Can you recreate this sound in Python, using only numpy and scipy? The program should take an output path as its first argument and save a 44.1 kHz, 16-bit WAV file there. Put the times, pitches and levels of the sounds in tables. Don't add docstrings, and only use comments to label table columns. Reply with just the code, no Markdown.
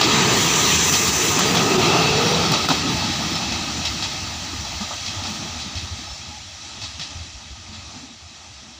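import sys
import numpy as np
from scipy import signal
from scipy.fft import rfft, irfft, next_fast_len
from scipy.io import wavfile
from scipy.ndimage import uniform_filter1d, minimum_filter1d, map_coordinates

SR = 44100
rng = np.random.default_rng(int(sys.argv[2]) if len(sys.argv) > 2 else 0)


def put_to_file(sound):
    columns = np.atleast_2d(sound).T
    safe = np.clip(columns, -1, 1)
    whole_steps = np.round(safe * 32767)
    wavfile.write(sys.argv[1], SR, whole_steps.astype(np.int16))


N = 387638
T = np.arange(N) / SR
HZ = np.fft.rfftfreq(next_fast_len(N + 8192), 1 / SR)


def amp(db):
    return 10 ** (np.asarray(db) / 20)


def unit(x):
    return x / np.sqrt(np.mean(x ** 2) + 1e-20)


def gain(points):
    hz, db = np.transpose(points)
    return amp(np.interp(np.log(HZ + 1), np.log(hz + 1), db, left=-120, right=-120))


def filtered(x, response):
    size = 2 * (len(HZ) - 1)
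    return irfft(rfft(x, size) * response, size)[:N]


def wobble(rate, size=N):
    knots = rng.standard_normal(int(size * rate / SR) + 4)
    return map_coordinates(knots, [np.arange(size) * rate / SR])


def passing(centre_s, width_s):
    return np.exp(-((T - centre_s) / width_s) ** 2)


def fade(middle_s, near, far):
    angle = np.pi / 4 * (1 + np.tanh((T - middle_s) / 0.42))
    return np.cos(angle) * near + np.sin(angle) * far


def rush(response, patchy_db, flutter_db, shared_db):
    spectrum = signal.stft(rng.standard_normal(N), nperseg=512)[2]
    patches = uniform_filter1d(rng.standard_normal(spectrum.shape), size=4, axis=0)
    patches = uniform_filter1d(patches, size=8, axis=1)
    patchy = signal.istft(spectrum * amp(patchy_db * unit(patches)), nperseg=512)[1][:N]
    uneven = patchy * amp(shared_db + flutter_db * wobble(12))
    return unit(filtered(uneven, response))


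# time in seconds, level of the rails in dB, level of the car bodies in dB.
ROLL = [(0.0, -21, -22), (0.41, -20, -22), (0.78, -22, -26.5), (1.2, -23, -25.5), (1.54, -24, -23),
        (1.84, -22, -21.5), (2.18, -22.5, -23.5), (2.85, -25.5, -27.5), (3.97, -30.5, -34),
        (4.43, -33, -40), (5.07, -33.5, -41.5), (5.31, -33.5, -34.5), (5.92, -37, -44.5),
        (6.44, -40.5, -51), (6.9, -38.5, -48.5), (7.56, -43, -54.5), (7.98, -42, -45.5), (8.15, -45, -53.5),
        (8.79, -45, -53)]


def roll_levels():
    s, rail_db, body_db = np.transpose(ROLL)
    return np.interp(T, s, rail_db), np.interp(T, s, body_db)


# centre in seconds, change in dB.
DIPS = [(.78, -1.5), (.912, -3.5), (1.115, -4), (1.775, -5), (2.679, -6)]


def bumps():
    jolts_db = 0.31 * wobble(7.8)
    dips_db = sum(db * passing(s, 0.012) for s, db in DIPS)
    return jolts_db + dips_db


# centre in Hz, width in Hz, strength in dB.
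RAIL_PEAKS = [(1914, 370, -3), (2592, 93, 1.5), (3300, 200, 0.5), (3924, 183, 2.5), (4494, 320, 2.5),
              (5200, 240, 4)]
# frequency in Hz, level in dB.
RAIL_SLOPE = [(1300, -13), (1550, -2.5), (2500, 2), (4000, 2), (5200, -2.5), (5800, -20)]


def rail_response(base):
    power = base
    for centre_hz, width_hz, db in RAIL_PEAKS:
        power = power + amp(2 * db) / (1 + (2 * (HZ - centre_hz) / width_hz) ** 2)
    return gain(RAIL_SLOPE) * np.sqrt(power)


def rails(rail_db, bumps_db):
    darker = amp(-3 * np.log2(HZ / 3000 + .01))
    near = rush(rail_response(0.78) * darker, 1.93, 0.74, bumps_db)
    far = rush(rail_response(0.34), 1.23, 0.31, bumps_db)
    return amp(rail_db) * fade(1.87, near, far)


# frequency in Hz, level in dB.
BODY_NEAR = [(65, -29), (110, -2.5), (162, 0), (303, -4), (367, -2), (460, -4), (512, -13.5), (540, -17.5),
             (700, -19), (1190, -120)]
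# frequency in Hz, level in dB.
BODY_FAR = [(65, -33), (110, -7), (184, -5.5), (241, -4), (269, -7.5), (333, -7.5), (393, -18),
            (500, -20.5), (650, -78), (1100, -120)]


def bodies(body_db, bumps_db):
    near = rush(gain(BODY_NEAR), 0.89, 0.86, bumps_db)
    far = rush(gain(BODY_FAR), 2.4, 2.0, bumps_db)
    return amp(body_db) * fade(2.67, near, far)


# frequency in Hz, level in dB.
SLEEPERS_NEAR = [(310, -48), (520, -14), (932, -3.5), (1150, -6.5), (1240, 1), (1410, -15), (1600, -19),
                 (2080, -49), (3520, -120)]
# frequency in Hz, level in dB.
SLEEPERS_FAR = [(310, -26), (520, -14), (590, -4.5), (840, 0), (1030, -7), (1130, -6.5), (1220, -1),
                (1260, 1), (1390, -8), (1600, -16), (2080, -34), (3520, -120)]


def sleepers(rail_db, body_db, bumps_db):
    level_db = body_db + .7 * (rail_db - body_db) - 4.5
    last_bogie_db = 4.5 * passing(1.9, .65)
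    near = rush(gain(SLEEPERS_NEAR), 1.5, 0.71, bumps_db)
    far = rush(gain(SLEEPERS_FAR), 1.5, 0.69, bumps_db)
    return amp(level_db + last_bogie_db) * fade(1.46, near, far)


def engine_passing():
    return passing(1.005, 0.64)


# frequency in Hz, level in dB.
HISS_NEAR = [(2940, -51), (5000, -8.5), (6050, 4.5), (6630, -2.5), (7170, 1.5), (8200, -13), (9500, -30),
             (12400, -65), (20900, -120)]
# frequency in Hz, level in dB.
HISS_FAR = [(3120, -37), (5300, 0), (5730, 5), (6290, 1), (6680, -3), (7190, -1), (8190, -14.5),
            (9500, -20.5), (12400, -41), (20900, -120)]


def hiss(rail_db, bumps_db):
    far_db = 3.5 * (1 + np.tanh(2 * (T - 3.4))) / 2
    level_db = rail_db - 6.5 + 8 * engine_passing() + far_db
    near = rush(gain(HISS_NEAR), .8, .4, bumps_db)
    far = rush(gain(HISS_FAR), 1.1, .4, bumps_db)
    return amp(level_db) * fade(1.7, near, far)


# frequency in Hz, level in dB.
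AIR = [(5000, -26), (8500, -4), (10000, -9), (11500, -12), (13400, -12), (14900, 0.5), (15500, 1)]


def air(rail_db, bumps_db):
    loss_db = np.clip(5 * (T - 5.2), 0, 10)
    level_db = rail_db - 23 + 12.5 * engine_passing() - loss_db
    return amp(level_db) * rush(gain(AIR), 1.3, 1.3, bumps_db)


# frequency in Hz, level in dB.
BED = [(18, -58), (30, -24), (51, -16), (70, 1), (91, 1.5), (135, -13), (180, -40), (300, -120)]


def bed():
    level_db = -36.5 - 3 * np.maximum(T - 3.9, 0)
    return amp(level_db) * rush(gain(BED), 0.93, 2.5, 0)


def rolling():
    rail_db, body_db = roll_levels()
    bumps_db = bumps()
    metal = rails(rail_db, bumps_db) + bodies(body_db, bumps_db)
    treble = hiss(rail_db, bumps_db) + air(rail_db, bumps_db)
    return metal + sleepers(rail_db, body_db, bumps_db) + treble + bed()


def blow(rise_s, t60_s):
    t = np.arange(SR // 2) / SR
    return (1 - np.exp(-t / rise_s)) * amp(-60 * t / t60_s)


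def add_at(track, start_s, sound):
    track[round(start_s * SR):][:len(sound)] += sound


def burst_noise(response):
    return unit(filtered(rng.standard_normal(N), response))


# time in seconds, clack in dB, knock in dB, second blow in dB above the first, treble tick in dB.
JOINTS = [(0.0112, -9.5, -6, -5, -28), (0.9206, -23, -28, 6, -36), (1.0783, -22, -21.5, -8, -25),
          (1.3894, -22, -16, -4, -25), (1.549, -19, -14, -4, -30), (2.518, -20, -17, 0.5, -28),
          (2.6861, -19.5, -10, -0.5, -29), (3.3533, -23, -32.5, -12, -42), (3.5214, -26.5, -27.5, -6, -46),
          (3.851, -20.5, -45.5, -10, -42), (4.024, -22.5, -33, -7.5, -43), (4.6485, -31, -32, -6, -51),
          (4.808, -32, -30, -4, -53), (4.907, -46, -23.5, -8, -66), (5.0604, -27, -57, -4, -47),
          (5.2367, -31, -31.5, -2, -52), (5.5994, -32, -47, -6, -53), (5.7534, -33.5, -55, -1, -56),
          (6.8159, -32, -40, -1, -55), (6.995, -30.5, -38, -4.5, -54), (7.7264, -41.5, -48, 0, -65)]


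def joints():
    clack, knock, tick = np.zeros((3, N + SR))
    for first_s, clack_db, knock_db, second_db, tick_db in JOINTS:
        second_s = first_s + 0.016
        rattle_s = 0.1 + 0.028 * first_s
        first_clack = 1.15 * blow(.0015, .6 * rattle_s) + .5 * blow(.0004, .025)
        second_clack = .8 * blow(.003, .7 * rattle_s) + .5 * blow(.003, 3 * rattle_s)
        add_at(clack, first_s, amp(clack_db) * first_clack)
        add_at(clack, second_s, amp(clack_db + second_db) * second_clack)
        add_at(knock, first_s, amp(knock_db) * blow(.0015, .3 * rattle_s))
        add_at(knock, second_s, amp(knock_db + second_db) * blow(.003, .5 * rattle_s))
        add_at(tick, first_s, amp(tick_db) * blow(0.00053, 0.04))
    centred = amp(-4 * np.log2(HZ / 3700 + 0.015) ** 2)
    steel = rail_response(.05) * centred + 0.42 * gain(HISS_FAR)
    clacks = clack[:N] * burst_noise(steel)
    knocks = knock[:N] * burst_noise(gain(SLEEPERS_FAR))
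    ticks = tick[:N] * burst_noise(gain(AIR))
    return clacks + knocks + ticks


# start in seconds, level in dB before the push shape, pitch in Hz.
THUMPS = [(2.499, -15.5, 155), (2.692, -18, 156), (2.698, -13, 272), (4.545, -31, 79), (4.646, -31, 67.3),
          (4.745, -28, 85), (4.805, -20.5, 205), (5.165, -24, 100), (5.485, -33, 95), (5.55, -29, 80),
          (5.75, -22, 86.5), (5.825, -24, 90), (5.91, -25, 100), (6.097, -31, 70.0), (6.277, -33, 83.4),
          (6.821, -31, 86.1), (6.985, -33, 157), (7.147, -25, 85), (7.195, -29, 90), (7.338, -32, 71),
          (7.499, -29.5, 66.5), (7.683, -34, 79), (7.77, -34, 95), (7.955, -35, 250), (8.03, -34, 275),
          (8.1, -36, 232)]


def thumps():
    out = np.zeros(N + SR)
    for start_s, db, hz in THUMPS:
        length_s = 0.023 + 2.8 / hz
        t = np.arange(round(1.5 * length_s * SR)) / SR
        drift = np.cumsum(rng.standard_normal(len(t))) * 0.025
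        push = (1 - np.exp(-t / .008)) * np.exp(-(t / (.7 * length_s)) ** 3)
        cycles = np.sin(2 * np.pi * hz * t + drift)
        add_at(out, start_s, amp(db) * push * cycles)
    return out[:N]


# start in seconds, length in seconds, first pitch in Hz, last pitch in Hz, level in dB before it wavers.
TONES = [(1.452, 0.072, 4720, 4750, -28), (1.602, 0.065, 4680, 4670, -30), (1.61, 0.31, 385, 360, -20),
         (1.689, 0.55, 2693, 2655, -27), (1.75, 0.77, 149.7, 163, -26.5), (1.93, .55, 428.4, 486.7, -25),
         (2.157, .3, 5700, 5580, -33), (2.28, .05, 8900, 8880, -43), (2.432, 0.055, 4430, 4450, -28),
         (2.796, 0.13, 275, 289, -27.5), (2.8, 0.62, 172.3, 152, -30.5), (2.88, 0.269, 908, 800, -31.5),
         (2.98, .08, 4450, 4420, -33), (3.16, 0.23, 217.6, 213, -33.5), (3.175, .05, 3920, 3900, -31),
         (3.313, .06, 5390, 5400, -32), (5.24, .14, 218.4, 212, -34.5), (5.38, 0.25, 238, 237, -41),
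         (6.06, .11, 5320, 5310, -39), (6.28, 0.13, 850, 845, -45.5), (7.678, 0.13, 211, 224, -43.5),
         (8.619, 0.12, 200, 250, -47)]


def tones():
    out = np.zeros(N + SR)
    for start_s, length_s, first_hz, last_hz, db in TONES:
        wander_hz = 10.1 + .1 * length_s ** 2 * first_hz
        progress = np.linspace(0, 1, round(length_s * SR))
        slide_hz = first_hz + (last_hz - first_hz) * progress
        hz = slide_hz + wander_hz * wobble(150, size=len(progress))
        level = amp(db + 2.4 * wobble(27.1, size=len(progress)))
        swell = np.abs(np.sin(np.pi * progress)) ** 0.26
        tone = np.sin(2 * np.pi * np.cumsum(hz) / SR)
        add_at(out, start_s, swell * level * tone)
    return out[:N]


def scene():
    train = rolling() + joints() + thumps() + tones()
    return np.array([train, train])


def record(dry):
    needed_gain = np.minimum(1, .64 / (np.abs(dry[0]) + 1e-9))
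    smooth_gain = uniform_filter1d(minimum_filter1d(needed_gain, size=600), size=300)
    out = filtered(dry[0] * smooth_gain, HZ < 15650)
    return np.array([out, out])


dry = scene()
out = record(dry)
put_to_file(out)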